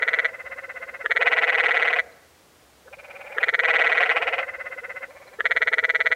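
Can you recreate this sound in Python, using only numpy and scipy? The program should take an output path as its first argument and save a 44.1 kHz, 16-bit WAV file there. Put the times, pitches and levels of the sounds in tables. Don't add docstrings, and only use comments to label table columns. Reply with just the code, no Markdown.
import sys
import numpy as np
from scipy import signal
from scipy.fft import rfft, irfft, next_fast_len
from scipy.io import wavfile

SR = 44100
rng = np.random.default_rng(int(sys.argv[2]) if len(sys.argv) > 2 else 0)


def digitize_waveform(pressure):
    field = np.atleast_2d(pressure).T
    bounded = np.clip(field, -1, 1)
    quanta = np.round(bounded * 32767).astype(np.int16)
    wavfile.write(sys.argv[1], SR, quanta)


N = 271215
NOTE_SIZE, NOTE_MIDDLE = 4096, 1536


def close_frogs():
    # (first note [s], last note [s], slowing [share], last-note lag [s], level [dB], crescendo [dB])
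    near_calls = [(-.1335, .2532, 0.0097, 0.0045, -18.5, 1.5), (1.0605, 1.9941, 0.02, .0035, -18, -0.1),
                  (3.3832, 4.0997, 0.035, .0095, -17.5, .5), (5.4059, 6.1225, .014, 0.0017, -17.5, 0.6)]
    rival_calls = [(1.212, 1.963, 0.0277, 0.002945, -23.5, -2), (3.6348, 4.3888, .064, 0.00099, -22.5, 2)]
    # (position from the middle [beats], level [dB])
    near_beats = [(-1, -1.5), (0, 1), (1, -2.4), (2, -14)]
    rival_beats = [(-1, -3), (0, 1), (1, -4), (2, -10)]
    # (frequency [Hz], gain [dB])
    near_sac = [(310, -34.5), (490, -8.5), (710, -15.5), (960, -27.5), (1170, -21.5), (1430, -7.5),
                (1670, -9.5), (1980, 2), (2290, -8), (2590, -27), (3480, -21), (4220, -29.5), (4750, -55.5),
                (10500, -72)]
    rival_sac = [(295, -26), (505, 0.5), (725, -0.5), (935, -16.5), (1390, -3), (1660, -5), (2060, 3.5),
                 (2840, -9), (3680, -26), (5450, -39), (6750, -47.5), (8700, -44.5), (10200, -67)]
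    # (delay [s], level [dB])
    near_rocks = [(.0031, -11.5)]
    rival_rocks = [(.00395, -6.5), (.0098, -12)]
    notes = trill(near_calls, note_hz=18.2, beat_hz=165.6, opening_db=-3.5, hurry=0.026,
                  timing_s=0.00028, wander=0.0093, level_spread_db=0.4, lean_db=1.2, lean_spread_db=2.5)
    near = frog(notes, near_beats, near_sac, near_rocks, pitch_hz=506.7, glide=6.64, lead_s=0.011,
                swell_s=0.0071, hum_db=-14, buzz_db=-6.5, scatter_db=-14.5, scatter_t60=0.062,
                slack=0.893, ring_db=-35, jitter_s=0.00006, stretch=0.0042, brighten_db=-0.1)
    notes = trill(rival_calls, note_hz=18.6, beat_hz=162.26, opening_db=-1.5, level_spread_db=1.4)
    rival = frog(notes, rival_beats, rival_sac, rival_rocks, pitch_hz=538, glide=8.95, lead_s=0.007,
                 swell_s=0.014, hum_db=-7, buzz_db=1.5, scatter_db=1.5, scatter_t60=0.089,
                 stretch=0.0072, brighten_db=2.5)
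    return near + amp(0.78) * rival


def background_trills():
    # (first note [s], last note [s], slowing [share], last-note lag [s], level [dB], crescendo [dB])
    pool_calls = [(-.068, 1.016, 0.07, .003, -32.5, 0.23), (4.429, 5.031, 0.046, 0.003, -31.3, 0.23)]
    shrill_calls = [(2.883, 3.327, -.02, 0, -44.5, 2.5), (3.41, 3.465, 0, 0, -38, -5)]
    swelling_calls = [(3.032, 3.353, 0.00028, 0, -46, 14)]
    far_calls = [(5.106, 5.34, 0.0093, 0, -50.5, 0.27)]
    # (position from the middle [beats], level [dB])
    beats = [(-2, -6), (-1, -1), (0, 1), (1, -1.5), (2, -7.5)]
    # (frequency [Hz], gain [dB])
    pool_sac = [(290, -32), (560, -1.5), (990, -19), (1320, -6), (1670, -4.5), (2040, -2), (2410, -18),
                (2630, -10.5), (2920, -26.5), (4400, -42.5), (7800, -64)]
    shrill_sac = [(310, -35.5), (570, -17.5), (810, -5), (1060, -15), (1560, -11.5), (1960, -12.5),
                  (2430, -2), (2690, -15), (2980, -23.5), (5800, -47.5)]
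    far_sac = [(310, -22), (570, -4.5), (810, 0), (1120, -11.5), (1590, -5.5), (1910, -8), (2260, 0),
               (2680, -23), (4900, -41)]
    # (delay [s], level [dB])
    rocks = [(.0029, -8)]
    notes = trill(pool_calls, note_hz=16.6, beat_hz=183.55, opening_db=4.5)
    pool = frog(notes, beats, pool_sac, rocks, pitch_hz=580.4, glide=6.31, lead_s=0.012,
                swell_s=0.013, hum_db=-5.5, buzz_db=-5.5, scatter_db=3.5, scatter_t60=0.073)
    notes = trill(shrill_calls, note_hz=18, beat_hz=201, opening_db=-5.5)
    shrill = frog(notes, beats, shrill_sac, rocks, pitch_hz=577, glide=7.3, lead_s=0.0085,
                  swell_s=0.017, hum_db=-2, buzz_db=-13.5, scatter_db=1.5, scatter_t60=0.057, slack=0.68)
    notes = trill(swelling_calls, note_hz=18.6, beat_hz=182.7)
    swelling_trill = frog(notes, beats, far_sac, rocks, pitch_hz=592, glide=2, lead_s=0.0053,
                          swell_s=0.018, hum_db=-0.5, buzz_db=-16, scatter_db=3.5, scatter_t60=0.37)
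    notes = trill(far_calls, note_hz=17, beat_hz=194.2)
    far = frog(notes, beats, far_sac, rocks, pitch_hz=570, glide=5.8, lead_s=0.0078,
               swell_s=0.019, hum_db=2, buzz_db=-0.5, scatter_db=0, scatter_t60=0.22)
    return amp(-0.9) * pool + amp(3.5) * shrill + amp(-1.1) * swelling_trill + amp(2.5) * far


def trill(calls, note_hz, beat_hz, opening_db=0, hurry=0, timing_s=0.0007, wander=0.02,
          level_spread_db=1, lean_db=0, lean_spread_db=4, rest_s=0.5, surge_db=0.6, settle_notes=3.1):
    notes, previous_end = [], -np.inf
    for first, last, slowing, lag, db, crescendo_db in calls:
        i = np.arange(round((last - first) * note_hz) + 1)
        progress = i / i[-1]
        time_dice, level_dice, rate_dice, lean_dice = rng.standard_normal((len(i), 4)).T
        paced = progress - slowing * progress * (1 - progress) / 2
        times = first + (last - lag - first) * paced + lag * (progress == 1) + timing_s * time_dice
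        rested = first - previous_end > rest_s
        opening = rested & (i == 0)
        accent_db = opening_db * opening + surge_db * rested * (i == 1)
        level = db + crescendo_db * (progress - 0.5) + accent_db + level_spread_db * level_dice
        rate = beat_hz * (1 + hurry * np.exp(-(i / settle_notes) ** 2) + wander * rate_dice)
        lean = lean_db + lean_spread_db * lean_dice
        notes += zip(times, level, rate, lean, opening)
        previous_end = last
    return notes


def frog(notes, beats, body, rocks, pitch_hz, glide, lead_s, swell_s, hum_db, buzz_db, scatter_db,
         scatter_t60, slack=1, ring_db=-95, jitter_s=0.00023, stretch=0, brighten_db=0):
    t, hz = note_axes()
    delay = lambda s: np.exp(-2j * np.pi * hz * s)
    core = np.abs(t - 0.001) < 0.009
    position, beat_db = np.transpose(beats)
    radiation = hz ** 2 / (hz ** 2 + 230 ** 2) + 0.00091
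    treble = hz ** 4 / (hz ** 4 + 3000 ** 4)

    def sac_at(tuning, n):
        gain_db = along(body, hz / (tuning + stretch * n)) + brighten_db * n * treble
        return causal(radiation * amp(gain_db))

    taut_sac = np.array([sac_at(1, n) for n in position])
    slack_sac = np.array([sac_at(slack, n) for n in position])
    walls = 1 + sum(amp(db) * delay(s) for s, db in rocks)
    spray = rock_scatter(t, scatter_db, scatter_t60)
    usual_rate = np.median([note[2] for note in notes])
    track = np.zeros(N)
    for s, db, rate_hz, lean_db, opening in notes:
        sac = slack_sac if opening else taut_sac
        strike_db = beat_db + lean_db * np.sign(position) / 2
        strike_db -= 9 * opening * np.abs(position)
        beat_s = position / rate_hz + jitter_s * rng.standard_normal(len(position))
        strikes = amp(strike_db) @ (sac * delay(beat_s[:, None] - t[0]))
        rattle = irfft(strikes * (walls + spray))
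        hum, overtones = vocal_folds(t, pitch_hz, glide, lead_s, swell_s)
        buzz = irfft(rfft(overtones) * sac[0] * (1 + spray))
        ring = throat_ring(t, beat_s, strike_db, tension=(rate_hz / usual_rate) ** 1.3)
        voice = amp(hum_db + 4.6 * opening) * hum + amp(buzz_db) * buzz / np.abs(buzz).max()
        add(track, s, amp(db) * (rattle / rattle[core].std() + voice + amp(ring_db) * ring))
    return track


def vocal_folds(t, pitch_hz, glide, lead_s, swell_s, rolloff=1.8):
    rising_hz = pitch_hz * (1 + 0.021 * rng.standard_normal()) * np.exp(glide * t)
    phase = 2 * np.pi * np.cumsum(rising_hz) / SR
    phase -= phase[NOTE_MIDDLE]
    pressure = np.exp(-((t + lead_s) / swell_s) ** 4)
    overtones = sum(np.cos(k * phase) / k ** rolloff for k in range(2, 9))
    return pressure * np.sin(phase), pressure * np.exp(0.23 * t / swell_s) * overtones


def throat_ring(t, beat_s, strike_db, tension, sink=4.6, t60=0.019, grow_db=3):
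    # (frequency [Hz], relative level [dB])
    upper_modes = [(6500, 5), (8000, -4)]
    age = np.maximum(t - beat_s[:, None], 0)
    phase = 2 * np.pi * np.cumsum(tension * np.exp(-sink * t) * (age > 0), axis=1) / SR
    modes = sum(amp(db) * np.sin(hz * phase) for hz, db in upper_modes)
    force = amp(strike_db + grow_db * (np.arange(len(strike_db)) - 1))
    return force @ (modes * amp(-60 * age / t60))


def chirps(pitch_hz=4070, fall=2.3, half_width_s=0.0058):
    # (time [s], level [dB])
    chirp_notes = [(2.068, -66), (2.127, -55.5), (5.10, -61), (5.28, -51), (5.341, -57.5), (6.046, -57),
                   (6.097, -58)]
    t, _ = note_axes()
    track = np.zeros(N)
    for s, db in chirp_notes:
        falling_hz = pitch_hz * np.exp(-fall * t) * (1 + 0.092 * rng.standard_normal(len(t)))
        phase = 2 * np.pi * np.cumsum(falling_hz) / SR
        add(track, s, amp(db) * np.exp(-(t / half_width_s) ** 2) * np.sin(phase))
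    return track


def rock_scatter(t, level_db, t60):
    age = t - t[0]
    spray = rng.standard_normal(len(t)) * amp(-60 * age / t60) * np.tanh(age / 0.00078)
    return amp(level_db) * rfft(spray / np.linalg.norm(spray))


def canyon(x, wall_s=0.096, wall_t60=0.56):
    # (frequency [Hz], time to fade by 60 dB [s])
    tail_decay = [(380, 0.6), (2050, 1.03), (5800, 0.3)]
    dulling = [(520, 14), (1250, 4.5), (2250, -4), (3900, -9)]  # (frequency [Hz], gain [dB])
    hz, t, bands = signal.stft(rng.standard_normal(SR), SR, nperseg=256)
    tail = signal.istft(bands * amp(-60 * t / along(tail_decay, hz)[:, None]), SR, nperseg=256)[1]
    age = np.arange(len(tail)) / SR - wall_s
    echo = rng.standard_normal(len(tail)) * (age > 0) * amp(-60 * np.abs(age) / wall_t60)
    response = amp(-30) * tail / np.linalg.norm(tail) + amp(-32) * echo / np.linalg.norm(echo)
    return filtered(signal.fftconvolve(x, response)[:N], lambda f: amp(along(dulling, f)))


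def air(level_db=-55.6):
    # (frequency [Hz], relative level [dB])
    air_colour = [(22, -31.5), (40, -11), (68, 6), (115, -2.5), (220, -4), (480, -0.5), (900, -5),
                  (2000, -9), (4000, -12.5), (8000, -16), (15500, -21.5)]
    bed = filtered(rng.standard_normal(N), lambda hz: amp(along(air_colour, hz)))
    return amp(level_db) * bed / np.sqrt(np.mean(bed ** 2))


def amp(db):
    return 10 ** (np.asarray(db) / 20)


def along(points, hz):
    f, v = np.transpose(points)
    return np.interp(np.log(hz + 1), np.log(f), v)


def filtered(x, response):
    m = next_fast_len(N + SR // 2)
    return irfft(rfft(x, m) * response(np.fft.rfftfreq(m, 1 / SR)), m)[:N]


def causal(gain):
    cepstrum = irfft(np.log(gain + 1e-6))
    cepstrum[1:NOTE_SIZE // 2] *= 2
    cepstrum[NOTE_SIZE // 2 + 1:] = 0
    return np.exp(rfft(cepstrum))


def add(track, s, sound):
    start = round(s * SR) - NOTE_MIDDLE
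    lo, hi = np.clip([start, start + len(sound)], 0, N)
    track[lo:hi] += sound[lo - start:hi - start]


def note_axes():
    return (np.arange(NOTE_SIZE) - NOTE_MIDDLE) / SR, np.fft.rfftfreq(NOTE_SIZE, 1 / SR)


def scene():
    chorus = close_frogs() + background_trills()
    return (chorus + canyon(chorus) + chirps() + air())[None]


def record(dry):
    top_hz = 15800
    return filtered(dry[0], lambda hz: hz < top_hz)[None]


dry = scene()
out = record(dry)
digitize_waveform(out)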